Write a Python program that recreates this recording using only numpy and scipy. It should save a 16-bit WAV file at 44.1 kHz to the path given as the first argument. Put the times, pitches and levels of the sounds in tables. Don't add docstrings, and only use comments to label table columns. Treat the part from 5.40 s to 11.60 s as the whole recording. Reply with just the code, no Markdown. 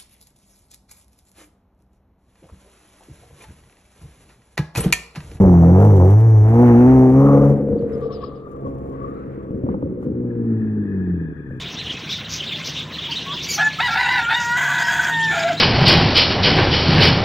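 import sys
import numpy as np
from scipy import signal
from scipy.fft import rfft, irfft, next_fast_len
from scipy.io import wavfile
from scipy.ndimage import uniform_filter1d, map_coordinates

SR = 44100
rng = np.random.default_rng(int(sys.argv[2]) if len(sys.argv) > 2 else 0)


def master_out(mix):
    frames = np.transpose(np.atleast_2d(mix))
    ceiling = np.clip(frames, -1, 1)
    pcm = np.round(ceiling * 32767).astype(np.int16)
    wavfile.write(sys.argv[1], SR, pcm)


N = 273414
T = np.arange(N) / SR


def amp(db):
    return 10 ** (np.asarray(db) / 20)


def unit(x):
    return x / np.sqrt(np.mean(x ** 2) + 1e-18)


def curves(table):
    times, *columns = np.transpose(table)
    return [np.interp(T, times, column) for column in columns]


def swell(at_s, width_s):
    return np.exp(-((T - at_s) / width_s) ** 2)


def colour(x, points):
    hz, db = np.transpose(points)
    size = next_fast_len(N + 8192, True) // 2 * 2
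    octave = np.log2(np.arange(size // 2 + 1) * SR / size + 1)
    gain_db = np.interp(octave, np.log2(hz), db) - 10 * np.maximum(octave - np.log2(hz[-1]), 0)
    cepstrum = irfft(np.log(amp(gain_db)))
    cepstrum[1:size // 2] *= 2
    cepstrum[size // 2 + 1:] = 0
    return irfft(rfft(x, size) * np.exp(rfft(cepstrum)))[..., :N]


def noise(points, channels=1):
    return unit(colour(rng.standard_normal((channels, N)), points))


def walk(rate_hz):
    knots, coarse = rng.standard_normal(16384), T[::16]
    drift = map_coordinates(knots, [coarse * rate_hz + 2], order=2, mode="wrap")
    return np.interp(T, coarse, unit(drift))


def pulses(at, sizes, points):
    i = np.clip(at.astype(int), 0, N - 2)
    train = np.bincount(i, sizes * (1 - at + i), N) + np.bincount(i + 1, sizes * (at - i), N)
    return unit(colour(train, points))


def place(x, lead_ms, pan_db):
    x, shift = np.ravel(x), lead_ms * SR / 1000 / 2
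    return np.array([amp(side * pan_db / 2) * map_coordinates(x, [np.arange(N) + side * shift], order=2)
                     for side in (1, -1)])


# t/s, level/dB
PRESENCE = [(0, -1), (2.05, -7), (2.13, -9.5), (2.23, -18), (2.46, -27.5), (2.7, -27), (3.02, -37),
            (3.28, -24.5), (3.6, -27.5), (4.02, -31), (4.3, -27.5), (4.55, -28.5), (4.85, -20.5),
            (5.1, -16.5), (5.4, -20), (5.8, -22), (6.04, -35.5), (6.14, -33), (6.2, -35)]
# t/s, opening/0-1
THROTTLE = [(0, 0.97), (.3, 0.91), (.43, 0.67), (.54, 0.48), (.62, 0.54), (.69, 0.51), (0.791, 0.17),
            (1.001, 0.04), (1.1, 0.48), (1.2, 0.95), (1.35, 1), (1.75, 0.92), (2.149, 0.76), (4.4, 0.86),
            (5.1, 0.88), (5.7, 1)]
# t/s, scatter/share of firing size
UNEVEN = [(0, 0.3), (.25, .58), (.66, 0.56), (.78, 0.072), (1.199, 0.13), (1.69, 0.12), (1.87, 0.58),
          (2.35, 0.62), (3.001, 0.13), (3.801, .36), (4.299, 0.46), (4.7, .48), (5.152, .15), (6.2, 0.18)]
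# t/s, gain/dB
AIM = [(0, 5.5), (2.1, 2.5), (2.42, 1.5), (2.85, 5.5), (3.2, 4.5), (3.8, 2), (4.2, -0.5), (4.65, -8.5),
       (5.1, -16), (6.2, -17)]

def car_gain(db, presence, throttle_db, uneven_db=0, aim=0):
    for table, weight in (PRESENCE, presence), (THROTTLE, throttle_db), (UNEVEN, uneven_db), (AIM, aim):
        db = db + weight * curves(table)[0]
    return amp(db)


ORDERS = [1, 1.5, 2, 3, 4, 5]
# base/dB, full-throttle lift/dB, fully uneven lift/dB, presence weight, aim weight
ORDER_LEVELS = [(-0.5, -4, 1.5, 1.16, -.1), (-44, 8, 40.5, 0.77, .1), (-34, 35, 3, 1.18, -0.17),
                (-27, 10.5, 3, 0.86, .04), (-27, 8, 3.5, 1.045, 0), (-43, 3, 2, 0.59, .6)]
# f/Hz, half width/Hz, lift/dB
PIPE_PEAKS = [(372.8, 28, 7), (475, 20, 8), (555.3, 17, 6.5)]

def boom(firing_hz, cycles, presence_db):
    fading_db = .5 - presence_db / 11
    out = 0
    for order, (db, throttle_db, uneven_db, presence, aim) in zip(ORDERS, ORDER_LEVELS):
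        pipe_db = sum(lift_db * np.exp(-((order * firing_hz - hz) / width_hz) ** 2)
                      for hz, width_hz, lift_db in PIPE_PEAKS)
        gain = car_gain(db + pipe_db + fading_db * walk(22), presence, throttle_db, uneven_db, aim)
        dispersion_rad = np.pi / 2 * (order - 1) ** 2
        out += gain * np.cos(2 * np.pi * order * cycles + dispersion_rad)
    return out


# f/Hz, gain/dB
TICK = [(500, -19), (930, 9), (1150, 2.5), (1700, 3), (2500, -8), (3400, -24.5), (4500, -31)]

def overload_ticks(at, sizes):
    return pulses(at, sizes, TICK) * car_gain(-43, presence=1.35, throttle_db=8.5, uneven_db=-19.5, aim=1.2)


# t/s, f/Hz
FIRING = [(0, 99.2), (.1, 90), (.22, 83.2), (.3, 86.5), (.47, 107.5), (.62, 88.5), (.78, 108.3),
          (.86, 113.3), (1.02, 105.5), (1.23, 122.3), (1.35, 117.4), (1.5, 130.3), (1.69, 128.2),
          (1.85, 140), (2.3, 141.3), (2.75, 141), (3.02, 135.5), (3.9, 134.5), (4.25, 125), (4.85, 121.3),
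          (5.39, 105), (5.73, 87.4), (6.2, 62.7)]
CYLINDERS = [0.56, -0.8, -0.0057, -0, 0.9, -0.6]
# f/Hz, gain/dB
SILENCER = [(35, -24.5), (65, -5), (120, -5.5), (190, 0.5), (290, 7.5), (380, 0), (430, 0), (560, -26.5),
            (1200, -69.5)]
TAILPIPE = [(250, -25), (400, -28.5), (450, -0.5), (485, -4), (540, -1.5), (590, -20), (660, -30),
            (850, -40.5), (1500, -67.5)]
RASP = [(350, -48.5), (520, 2.5), (620, 9.5), (760, 11.5), (900, 8), (1020, 0.5), (1300, -4.5), (1600, -19),
        (2200, -41), (3000, -45.5), (4200, -46.5), (8000, -50.5)]
# t/s, half width/s, lift/dB
BARKS = [(.43, .075, 6.5), (0.619, 0.034, 4.5), (1.188, .05, 2.5), (1.97, .13, 4)]

def exhaust():
    firing_hz, scatter, presence_db = (curves(table)[0] for table in (FIRING, UNEVEN, PRESENCE))
    cycles = np.cumsum(firing_hz * (1 + .0037 * walk(40))) / SR
    low_orders = boom(firing_hz, cycles, presence_db)
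    firings = np.arange(1, int(cycles[-1]))
    at = np.interp(firings, cycles, np.arange(N))
    spread = scatter[at.astype(int)]
    burble_jitter, howl_jitter, front_jitter = rng.standard_normal((len(firings), 3)).T * spread
    surplus = np.array(CYLINDERS)[firings % len(CYLINDERS)]
    burble = pulses(at, surplus + burble_jitter, SILENCER)
    howl = pulses(at, surplus + howl_jitter, TAILPIPE)
    fronts = pulses(at, 1 + .41 * surplus * spread + front_jitter, RASP)
    puffs = (.12 + np.exp(-(cycles % 1) / .25)) * amp(2.5 * walk(70))
    gas = unit(colour(puffs * rng.standard_normal(N), RASP))
    gas_share = np.clip(scatter - presence_db / 45, .05, .9)
    rasp = np.sqrt(1 - gas_share) * fronts + np.sqrt(gas_share) * gas
    bark = amp(sum(db * swell(at_s, width_s) for at_s, width_s, db in BARKS))
    return (low_orders + overload_ticks(at, 1 + front_jitter)
            + burble * car_gain(-40, presence=.41, throttle_db=15, uneven_db=10.5, aim=-.2)
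            + bark * howl * car_gain(-45.5, presence=.4, throttle_db=12, uneven_db=17.5, aim=.86)
            + bark * rasp * car_gain(-35, presence=1.053, throttle_db=13, uneven_db=-6, aim=.85))


# f/Hz, gain/dB
RUMBLE = [(20, -13.5), (40, -11), (65, 2.5), (110, -2), (200, -10), (400, -5.5), (600, -11.5), (1200, -50)]
SCRUB = [(500, -23), (900, 5.5), (1400, 6), (2000, -0.5), (2600, -10.5), (3200, -21), (4500, -28),
         (8000, -40.5)]
CRACKLE = [(1500, -16.5), (3000, -1), (4500, -11), (6500, -2.5), (8300, -4.5), (11000, -3), (15000, -7)]
# t/s, half width/s, lift/dB
GUSTS = [(.05, .12, 13.5), (2.745, 0.27, 3), (3.476, 0.92, 5.5), (5.92, .05, 7.5)]
# t/s, half width/s, wheelspin scrub lift/dB, crackle lift/dB
FLARES = [(0.43, 0.056, 1.5, 3.5), (.66, 0.13, 1.5, 2.5), (1.35, .2, 8.5, 0), (2.53, 0.11, 11, 8.5),
          (3.096, 0.041, 9, 9), (3.507, 0.044, -2, 4.5), (3.6, 0.096, 9, 0), (3.89, 0.22, 11.5, 0.5),
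          (4.288, 0.075, 8, -1), (4.634, .025, 6, 16), (6.153, 0.2, 5, 17)]

def road_and_crackle(lead_ms, grains=6000):
    gust_db = sum(db * swell(at_s, width_s) for at_s, width_s, db in GUSTS)
    scrub_db = sum(db * swell(at_s, width_s) for at_s, width_s, db, _ in FLARES)
    crackle_db = sum(db * swell(at_s, width_s) for at_s, width_s, _, db in FLARES)
    rumble = place(noise(RUMBLE), lead_ms, pan_db=0) + amp(-18.5) * noise(RUMBLE, channels=2)
    scrub = place(noise(SCRUB), lead_ms, pan_db=3.1) + amp(4) * noise(SCRUB, channels=2)
    at = rng.uniform(0, N - 2, grains)
    sizes = rng.standard_normal(grains) * rng.exponential(size=grains) ** .5
    crackle = place(pulses(at, sizes, CRACKLE), lead_ms=.052, pan_db=3.5)
    crackle += amp(-1) * noise(CRACKLE, channels=2)
    rumble *= car_gain(gust_db - 34.5, presence=.64, throttle_db=8.5, aim=.58)
    scrub *= car_gain(scrub_db - 57 + 1.8 * walk(22), presence=.74, throttle_db=12.5, aim=.37)
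    crackle *= car_gain(crackle_db - 62.5 + 2.5 * walk(84), presence=.82, throttle_db=5.5, aim=.71)
    return rumble + scrub + crackle


# f/Hz, gain/dB
AIR = [(20, -6.5), (40, 2), (80, -11.5), (300, -26.5), (480, -1.5), (640, -24), (1200, -15.5), (2500, -36),
       (4500, -52.5), (8000, -55), (15000, -54)]

def air(level_db=-52):
    return amp(level_db) * noise(AIR, channels=2)


def ground_echo(x, t60_s=1.0, onset_s=.024):
    t = T[:SR]
    envelope = amp(-60 * t / t60_s) * np.minimum(t / onset_s, 1)
    tail = unit(rng.standard_normal((2, SR)) * envelope) / np.sqrt(SR)
    return signal.fftconvolve(x[None], tail, axes=1)[:, :N]


def squeal(track, modes, waver, flutter_db, bites=(), bite_width_s=.018, sag_per_db=.0035):
    hz, db = curves(track)
    lift_db = sum(lift * swell(at_s, bite_width_s) for at_s, lift in bites)
    hz = hz * (1 - sag_per_db * lift_db)
    start_s, end_s = track[0][0], track[-1][0] + .099
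    gate = np.clip(np.minimum(T - start_s, end_s - T) / .063, 0, 1)
    tone = 0
    for multiple, mode_db in modes:
        mode_hz = multiple * hz * (1 + waver * walk(420))
        tone += amp(mode_db + flutter_db * walk(110)) * np.sin(2 * np.pi * np.cumsum(mode_hz) / SR)
    return unit(tone) * amp(db + lift_db) * gate


# t/s, f/Hz, relative level/dB
LAUNCH = [(1.72, 1083, -32.5), (1.91, 1137, -26.5), (2.09, 1152, -39.5), (2.15, 1086, -54.5)]
TURN = [(2.5, 1230, -59), (2.8, 1170, -54.5), (3.05, 1200, -56.5), (3.45, 1110, -59), (3.62, 1120, -49.5),
        (3.81, 1340, -54.5), (3.9, 1200, -63), (4.05, 1130, -57.5)]
SLIDE = [(4.75, 1730, -85.5), (4.95, 1716, -69), (5.22, 1754, -56), (5.39, 1698, -58), (5.48, 1713, -52.5),
         (6.2, 1672, -54.5)]
# f/squeal pitch, level/dB
TREAD_MODES = [(1, 5.5), (1.1, -6), (1.5, -20.5), (2, -28), (3, -30)]
SLIDE_MODES = [(.55, -15.5), (.73, -12), (.955, -0.5), (1, 4), (1.044, -9.5), (1.099, -12), (1.45, -15),
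               (2, -23)]
# t/s, lift/dB
BITES = [(2.638, 13.5), (2.714, 14.5), (2.832, 16.5), (3.075, 4), (3.15, 6.5), (3.267, 12), (3.537, 5.5),
         (3.648, 5.5), (3.826, 3), (4.912, 13)]

def tyres(lead_ms):
    launch = squeal(LAUNCH, TREAD_MODES, waver=.085, flutter_db=1)
    turn = squeal(TURN, TREAD_MODES, waver=.034, flutter_db=4, bites=BITES)
    slide = squeal(SLIDE, SLIDE_MODES, waver=.036, flutter_db=4, bites=BITES)
    direct = (amp(-.6) * place(launch, lead_ms=.12, pan_db=2.3)
              + amp(5.5) * place(turn, lead_ms, pan_db=8.5)
              + amp(1.5) * place(slide, lead_ms=.14, pan_db=12))
    return direct, amp(-2.5) * (turn + slide)


# t/s, nominal f/Hz, level/dB
MOAN = [(2.17, 520, -40.5), (2.35, 490, -22.5), (2.562, 480, -24), (2.75, 464, -35.5), (3.0, 465, -42)]

def moan():
    return squeal(MOAN, modes=[(.96, 0)], waver=.033, flutter_db=4.5)


# t/s, relative level/dB, knock against thud/dB
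JOINTS = [(2.287, -19, -36.5), (2.331, -19, -40.5), (2.374, -28.5, -33), (2.423, -22.5, -25.5),
          (2.536, -27.5, -21), (3.236, -26, -66), (4.107, -23.5, -33.5), (4.145, -25.5, -47),
          (4.236, -19, -37.5), (4.265, -26, -15), (4.288, -24, -10), (4.342, -22, -17), (4.425, -17, -23.5),
          (4.574, -30.5, -38), (4.627, -31.5, -18), (4.661, -20.5, -28.5), (4.707, -35.5, -59.5),
          (6.107, -32.5, -55)]
# f/Hz, gain/dB
THUD = [(40, -24.5), (80, 18), (150, 13.5), (300, 16.5), (400, -6), (510, 13), (640, -15), (900, -45.5)]
KNOCK = [(500, -20.5), (800, 17), (1200, 15.5), (1700, -18), (3000, -47), (6000, -47)]

def thuds(attack_s=.0014, thud_decay_s=.03, knock_decay_s=.0043):
    body, panels = np.zeros(N), np.zeros(N)
    for at_s, db, knock_db in JOINTS:
        age_s = np.maximum(T - at_s, 0)
        blow = amp(db) * np.minimum(age_s / attack_s, 1)
        body += blow * np.exp(-age_s / thud_decay_s)
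        panels += blow * amp(knock_db) * np.exp(-age_s / knock_decay_s)
    return amp(1.5) * body * noise(THUD)[0] + amp(9) * panels * noise(KNOCK)[0]


# t/s, length/s, start f/Hz, end f/Hz, relative tone level/dB, hiss level/dB
SQUEAKS = [(2.382, 0.025, 4680, 4240, -68, -71), (2.53, 0.037, 5170, 4870, -63, -71),
           (2.625, 0.072, 5250, 4970, -71, -66.5), (2.722, .065, 5460, 4440, -54, -58),
           (2.818, 0.022, 5300, 4570, -63, -61), (2.838, 0.018, 5160, 3850, -51.5, -77),
           (2.848, 0.05, 5150, 4800, -62, -89), (2.953, 0.034, 5200, 4410, -70, -72.5)]
# f/Hz, gain/dB
SQUEAK_HISS = [(2200, 0.5), (3000, 10), (3700, 11), (4200, 8.5), (4800, 6.5), (5400, -15), (6500, -34.5)]

def squeaks(hiss_decay_s=.032, hiss_lead_s=.018):
    out = np.zeros(N)
    hiss = noise(SQUEAK_HISS)[0]
    waver = 1 + .014 * walk(900)
    for at_s, length_s, start_hz, end_hz, tone_db, hiss_db in SQUEAKS:
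        progress = np.clip((T - at_s) / length_s, 0, 1)
        hz = (start_hz + (end_hz - start_hz) * progress) * waver
        tone = np.sin(2 * np.pi * np.cumsum(hz) / SR)
        out += amp(tone_db + 2) * np.sin(np.pi * progress ** .5) * tone
        age = np.maximum(T - at_s + hiss_lead_s, 0) / hiss_decay_s
        out += amp(hiss_db) * age * np.exp(1 - age) * hiss
    return out


# t/s, left lead/ms, left minus right/dB, echo/dB
BEARING = [(0, .17, 0, -30), (1.5, .15, .3, -28), (2.2, .08, 2.4, -17), (2.7, -.18, 3, -11),
           (3.2, .38, -.3, -11), (3.7, .47, 1.3, -12), (4.3, .33, 1.3, -13), (5.2, .15, 1.3, -16),
           (6.2, .14, 1.4, -15)]

def scene():
    lead_ms, pan_db, echo_db = curves(BEARING)
    car = (moan() + exhaust() + thuds()) * np.minimum(T / .004, 1)
    squeals, squeal_feed = tyres(lead_ms)
    echo = ground_echo(car * amp(echo_db) + squeal_feed)
    return (place(car, lead_ms, pan_db) + squeals + echo + road_and_crackle(lead_ms)
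            + place(squeaks(), lead_ms=.029, pan_db=15) + air())


def record(dry, ceiling_db=-7.5, knee=.48, headroom=.27, step_hz=6000, top_hz=15400):
    power = np.mean(dry ** 2, axis=0)
    power = uniform_filter1d(uniform_filter1d(power, size=900), size=700)
    held = dry * np.minimum(1, amp(ceiling_db) / np.sqrt(np.abs(power) + 1e-12))
    over = held - np.clip(held, -knee, knee)
    rounded = held - over + headroom * np.tanh(over / headroom)
    crests = np.tanh((held - np.clip(held, -.45, .45)) / .069)
    step_rad = 2 * np.pi * step_hz * T
    buzz = amp(-51) * crests * (np.sin(step_rad) + amp(-5) * np.sin(2 * step_rad))
    lowpass = signal.ellip(8, .2, 70, top_hz, fs=SR, output="sos")
    return signal.sosfilt(lowpass, rounded + buzz)


dry = scene()
out = record(dry)
master_out(out)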